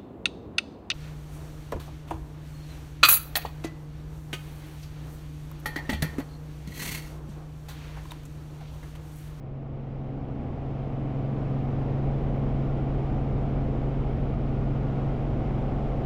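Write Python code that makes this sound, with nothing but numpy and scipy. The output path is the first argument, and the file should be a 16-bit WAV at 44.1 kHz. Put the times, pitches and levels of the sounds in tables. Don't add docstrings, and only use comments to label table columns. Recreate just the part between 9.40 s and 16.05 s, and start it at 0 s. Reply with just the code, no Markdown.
import sys
import numpy as np
from scipy import signal
from scipy.fft import rfft, irfft, next_fast_len
from scipy.io import wavfile
from scipy.ndimage import uniform_filter1d, minimum_filter1d, map_coordinates

SR = 44100
rng = np.random.default_rng(int(sys.argv[2]) if len(sys.argv) > 2 else 0)


def materialize(psi):
    bounded = np.clip(np.atleast_2d(psi).T, -1, 1)
    quanta = np.round(bounded * 32767).astype(np.int16)
    wavfile.write(sys.argv[1], SR, quanta)


N = 293441
TIME_S = np.arange(N) / SR


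def amp(db):
    return 10 ** (np.asarray(db) / 20)


def unit(x):
    return x / np.sqrt(np.mean(x ** 2) + 1e-20)


def along(points, hz):
    f, v = np.transpose(points)
    return np.interp(np.log(hz + 1), np.log(f + 1), v)


def curves(rows):
    t, *columns = np.transpose(rows)
    return [np.interp(TIME_S, t, column) for column in columns]


def ramp(start_s, length_s):
    return np.clip((TIME_S - start_s) / length_s, 0, 1)


def wobble(rate):
    coarse = np.arange(0, N + 64, 64)
    knots = rng.standard_normal(int(N * rate / SR) + 4)
    smooth = map_coordinates(knots, [coarse * rate / SR + 1])
    return np.interp(np.arange(N), coarse, smooth)


def filtered(x, response):
    size = next_fast_len(N + SR // 2)
    hz = np.fft.rfftfreq(size, 1 / SR)
    return irfft(rfft(x, size) * response(hz), size)[:N]


def coloured(x, spectrum):
    return unit(filtered(x, lambda hz: amp(along(spectrum, hz))))


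def harmonics(turns, orders, flutter_db, smear, rate, dispersion):
    total = np.zeros(N)
    for multiple, db in orders:
        phase = 2 * np.pi * multiple * turns + dispersion * multiple ** 2 + smear * wobble(rate)
        total += amp(db + flutter_db * wobble(rate)) * np.sin(phase)
    return unit(total)


CYLINDERS = 6
DISPERSION = .557
GROWL_DB = -34.5
BEAT_ORDER, PANEL_ORDER = 9, 30
BEAT_DB, BEAT_DEPTH_DB, BEAT_PEAK_S, BEAT_PERIOD_S = -44, 3.5, 0.92, 1.06
# [multiple of the engine cycle, relative level/dB]
GROWL_ORDERS = [(1, -44), (2, -43), (3, -48), (4, -48), (5, -38.5), (8, -54.5), (10, -43.5), (11, -53),
                (13, -49), (15, -59), (16, -51.5), (17, -58), (18, -51), (19, -56), (20, -53.5),
                (21, -52.5), (22, -58.5), (23, -52.5), (24, -55), (26, -57.5), (27, -58.5), (28, -54.5),
                (29, -56), (32, -63.5), (34, -61.5), (35, -66)]
# [multiple of the engine cycle, relative level/dB]
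WHINE_ORDERS = [(33, -1), (36, -5), (39, -12.5), (48, -18.5)]
# [t/s, level/dB]
HUM_LEVEL = [(0, -27.5), (.6, -29.3), (1.05, -32.5), (1.5, -30), (2, -29), (2.6, -28.5), (3.4, -29.5),
             (4.4, -30.5), (4.95, -31.5), (5.3, -29.5), (6, -32), (6.65, -33)]
# [t/s, level/dB]
OCTAVE_LEVEL = [(0, -45), (.9, -36.5), (1.4, -41.5), (1.85, -37.5), (2.5, -44), (3.6, -42.5), (4.3, -40.5),
                (5, -42), (5.8, -47.5), (6.65, -43)]
# [t/s, level/dB]
PANEL_LEVEL = [(0, -50.5), (1.95, -48.4), (2.55, -56), (2.9, -50.5), (5.2, -52.5), (5.85, -50), (6.25, -51),
               (6.65, -43)]
# [t/s, level/dB]
WHINE_LEVEL = [(0, -54), (.7, -48), (1.3, -49.5), (1.8, -51.5), (2.6, -49.5), (3.05, -48.5), (4.2, -50),
               (5.05, -53.5), (5.6, -48.5), (6.65, -45.5)]


def engine(cycles):
    hum_db, = curves(HUM_LEVEL)
    octave_db, = curves(OCTAVE_LEVEL)
    panel_db, = curves(PANEL_LEVEL)
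    whine_db, = curves(WHINE_LEVEL)
    beat_phase = 2 * np.pi * (TIME_S - BEAT_PEAK_S) / BEAT_PERIOD_S
    beat_db = BEAT_DB + BEAT_DEPTH_DB * np.cos(beat_phase)
    hum = harmonics(cycles, [(CYLINDERS, 0)], flutter_db=.35, smear=.05, rate=7, dispersion=DISPERSION)
    octave = harmonics(cycles, [(2 * CYLINDERS, 0)], flutter_db=.8, smear=.12, rate=10, dispersion=DISPERSION)
    beat = harmonics(cycles, [(BEAT_ORDER, 0)], flutter_db=.1, smear=.17, rate=5.2, dispersion=.584)
    growl = harmonics(cycles, GROWL_ORDERS, flutter_db=1.0, smear=.19, rate=3, dispersion=DISPERSION)
    panel = harmonics(cycles, [(PANEL_ORDER, 0)], flutter_db=1.2, smear=.17, rate=4, dispersion=DISPERSION)
    whine = harmonics(cycles, WHINE_ORDERS, flutter_db=.5, smear=.068, rate=4, dispersion=DISPERSION)
    firing = amp(hum_db) * hum + amp(octave_db) * octave
    uneven = amp(beat_db) * beat + amp(GROWL_DB) * growl
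    return firing + uneven + amp(panel_db) * panel + amp(whine_db) * whine


RASP_DB = -47
PUFF_LEVEL = [1.2, 0.33, -1, -1, 1.8, 0]
# [f/Hz, relative level per Hz/dB]
RASP_SPECTRUM = [(150, -26), (400, -6.5), (750, 0), (950, -10), (1300, -11), (1700, -23), (2300, -20.5),
                 (4000, -36), (8000, -120)]


def exhaust(cycles, puff_share):
    firings = cycles * CYLINDERS
    cylinder = np.floor(firings).astype(int) % CYLINDERS
    envelope = amp(PUFF_LEVEL)[cylinder] * np.exp(-(firings % 1) / puff_share)
    puffs = envelope * rng.standard_normal(N)
    return amp(RASP_DB) * coloured(puffs, RASP_SPECTRUM)


BUZZ_DB, BUZZ_FALL_DB = -57.5, 4


def buzz(cycles, first_order, last_order):
    orders = []
    for multiple in range(first_order, last_order + 1):
        orders.append((multiple, -BUZZ_FALL_DB * np.log2(multiple / first_order)))
    return amp(BUZZ_DB) * harmonics(cycles, orders, flutter_db=5.5, smear=.18, rate=3, dispersion=DISPERSION)


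MAIN_GEAR, TAIL_GEAR = .5978, 3.551
SHAFT_ORDER, LOW_HUM_ORDER = 1.4476, 3.51549
BLADE_DB, BUFFET_DB, TAIL_DB, SHAFT_DB = -39.5, -42.5, -43, -44.5
# [multiple of the blade-passing rate, relative level/dB]
BLADE_ORDERS = [(1, -43), (5, -52.5), (6, -54.5), (7, -52), (8, -52.5), (9, -50.5), (11, -54), (12, -61),
                (13, -52.5), (16, -51), (18, -58.5), (22, -58.5)]
# [multiple of the blade-passing rate, relative level/dB]
THROB_ORDERS = [(2, -6.5), (3, 2), (4, -1)]
# [t/s, level/dB]
THROB_LEVEL = [(0, -40), (.6, -43), (1.3, -37), (2.3, -47.5), (2.85, -33), (3.7, -32), (4.1, -33.5),
               (4.5, -32), (5.1, -30), (5.8, -34.5), (6.25, -34.5), (6.65, -30.5)]
# [f/Hz, relative level per Hz/dB]
BUFFET_SPECTRUM = [(8, -13.5), (22, -4), (36, -0.5), (50, 0.5), (65, -3.5), (110, -12), (220, -40),
                   (600, -120)]
# [t/s, level/dB]
LOW_HUM_LEVEL = [(0, -43), (1.15, -40), (1.6, -48.5), (2.25, -53), (2.65, -42), (3.85, -41), (4.35, -50),
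                 (4.8, -40), (5.25, -50), (6.1, -46), (6.65, -43)]
# [multiple of its blade-passing rate, relative level/dB]
TAIL_ORDERS = [(2, -52.5), (3, -47), (4, -48), (5, -58)]


def rotors(cycles):
    throb_db, = curves(THROB_LEVEL)
    low_hum_db, = curves(LOW_HUM_LEVEL)
    main_passes = cycles * MAIN_GEAR
    tail_passes = cycles * TAIL_GEAR
    blades = harmonics(main_passes, BLADE_ORDERS, flutter_db=2.5, smear=.14, rate=3.2, dispersion=1.25)
    throb = harmonics(main_passes, THROB_ORDERS, flutter_db=1.0, smear=.1, rate=4.1, dispersion=2.1)
    buffet = coloured(rng.standard_normal(N), BUFFET_SPECTRUM)
    low_hum = harmonics(cycles, [(LOW_HUM_ORDER, 0)], flutter_db=2.4, smear=.23, rate=2.4, dispersion=0)
    tail = harmonics(tail_passes, TAIL_ORDERS, flutter_db=2.5, smear=.23, rate=3, dispersion=.69)
    shaft = harmonics(cycles, [(SHAFT_ORDER, 0)], flutter_db=1.0, smear=.25, rate=2.2, dispersion=0)
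    main_rotor = amp(BLADE_DB) * blades + amp(throb_db) * throb + amp(BUFFET_DB) * buffet
    return main_rotor + amp(low_hum_db) * low_hum + amp(TAIL_DB) * tail + amp(SHAFT_DB) * shaft


WASH_DB, HISS_DB, FLUTTER_ORDER = -34.5, -55.5, 4
SWELL_START_S, SWELL_S, WASH_SWELL_DB, HISS_SWELL_DB = 5.2, 0.9, 2, 1.1
# [f/Hz, relative level per Hz/dB]
WASH_SPECTRUM = [(20, -23), (62, -2.5), (115, 1.5), (185, -2), (245, -1.5), (285, -2), (350, -4.5),
                 (500, -7.5), (740, -13.5), (900, -18), (1250, -24.5), (1650, -36.5), (3000, -64.5),
                 (8000, -120)]
# [f/Hz, relative level per Hz/dB]
HISS_SPECTRUM = [(600, -19), (1200, 0.5), (1500, 0), (1750, 0), (2250, 0), (2650, -3.5), (3080, -5),
                 (3400, -8.5), (4300, -15), (5300, -18), (6400, -23.5), (7400, -25), (7950, -32),
                 (8600, -29.5), (10700, -36), (14300, -39), (15300, -44.5)]
# [centre f/Hz, width f/Hz, boost level/dB]
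SHEEN = [(11800, 450, 4.5), (13700, 650, 8)]


def sheen(hz):
    return amp(sum(db * np.exp(-((hz - centre) / width) ** 2) for centre, width, db in SHEEN))


def air(cycles, chop_db, lope_db, flutter_db):
    chop = chop_db * np.cos(2 * np.pi * cycles * MAIN_GEAR)
    lope = lope_db * np.cos(2 * np.pi * cycles)
    flutter = flutter_db * np.cos(2 * np.pi * cycles * FLUTTER_ORDER)
    wash = coloured(rng.standard_normal(N), WASH_SPECTRUM)
    wash *= amp(chop + lope + flutter + .3 * wobble(7.3))
    hiss = coloured(filtered(rng.standard_normal(N), sheen), HISS_SPECTRUM)
    hiss *= amp(chop + .25 * wobble(8))
    swell = ramp(SWELL_START_S, SWELL_S)
    return amp(WASH_DB + WASH_SWELL_DB * swell) * wash + amp(HISS_DB + HISS_SWELL_DB * swell) * hiss


# [t/s, four-stroke cycle rate f/Hz]
SPEED = [(0, 22.77), (.9, 22.76), (1.4, 22.71), (1.65, 22.64), (2.1, 22.64), (2.7, 22.77), (3.1, 22.825),
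         (3.7, 22.84), (4.2, 22.77), (4.65, 22.73), (5.1, 22.76), (5.9, 22.78), (6.3, 22.845),
         (6.65, 22.78)]


def scene():
    speed_hz, = curves(SPEED)
    cycles = np.cumsum(speed_hz * (1 + 0.00017 * wobble(8))) / SR
    rasp = exhaust(cycles, puff_share=0.81)
    trim = buzz(cycles, first_order=40, last_order=65)
    wind = air(cycles, chop_db=0.2, lope_db=-0.1, flutter_db=.5)
    return (engine(cycles) + rasp + trim + rotors(cycles) + wind)[None]


def limiter(x, ceiling_db, size):
    needed = (1 + (x / amp(ceiling_db)) ** 10) ** (-1 / 10)
    held = minimum_filter1d(needed, 2 * size)
    return x * uniform_filter1d(uniform_filter1d(held, size), size)


FADE_FROM_DB, FADE_S, TOP_HZ = -11.5, 2.52, 15700


def record(dry):
    held = limiter(dry[0], ceiling_db=-17.2, size=180)
    fade = amp(FADE_FROM_DB) + (1 - amp(FADE_FROM_DB)) * ramp(0, FADE_S)
    soft_ends = signal.windows.tukey(N, .001)
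    steep = signal.ellip(10, .1, 80, TOP_HZ, fs=SR, output="sos")
    return signal.sosfiltfilt(steep, held * fade * soft_ends)[None]


dry = scene()
out = record(dry)
materialize(out)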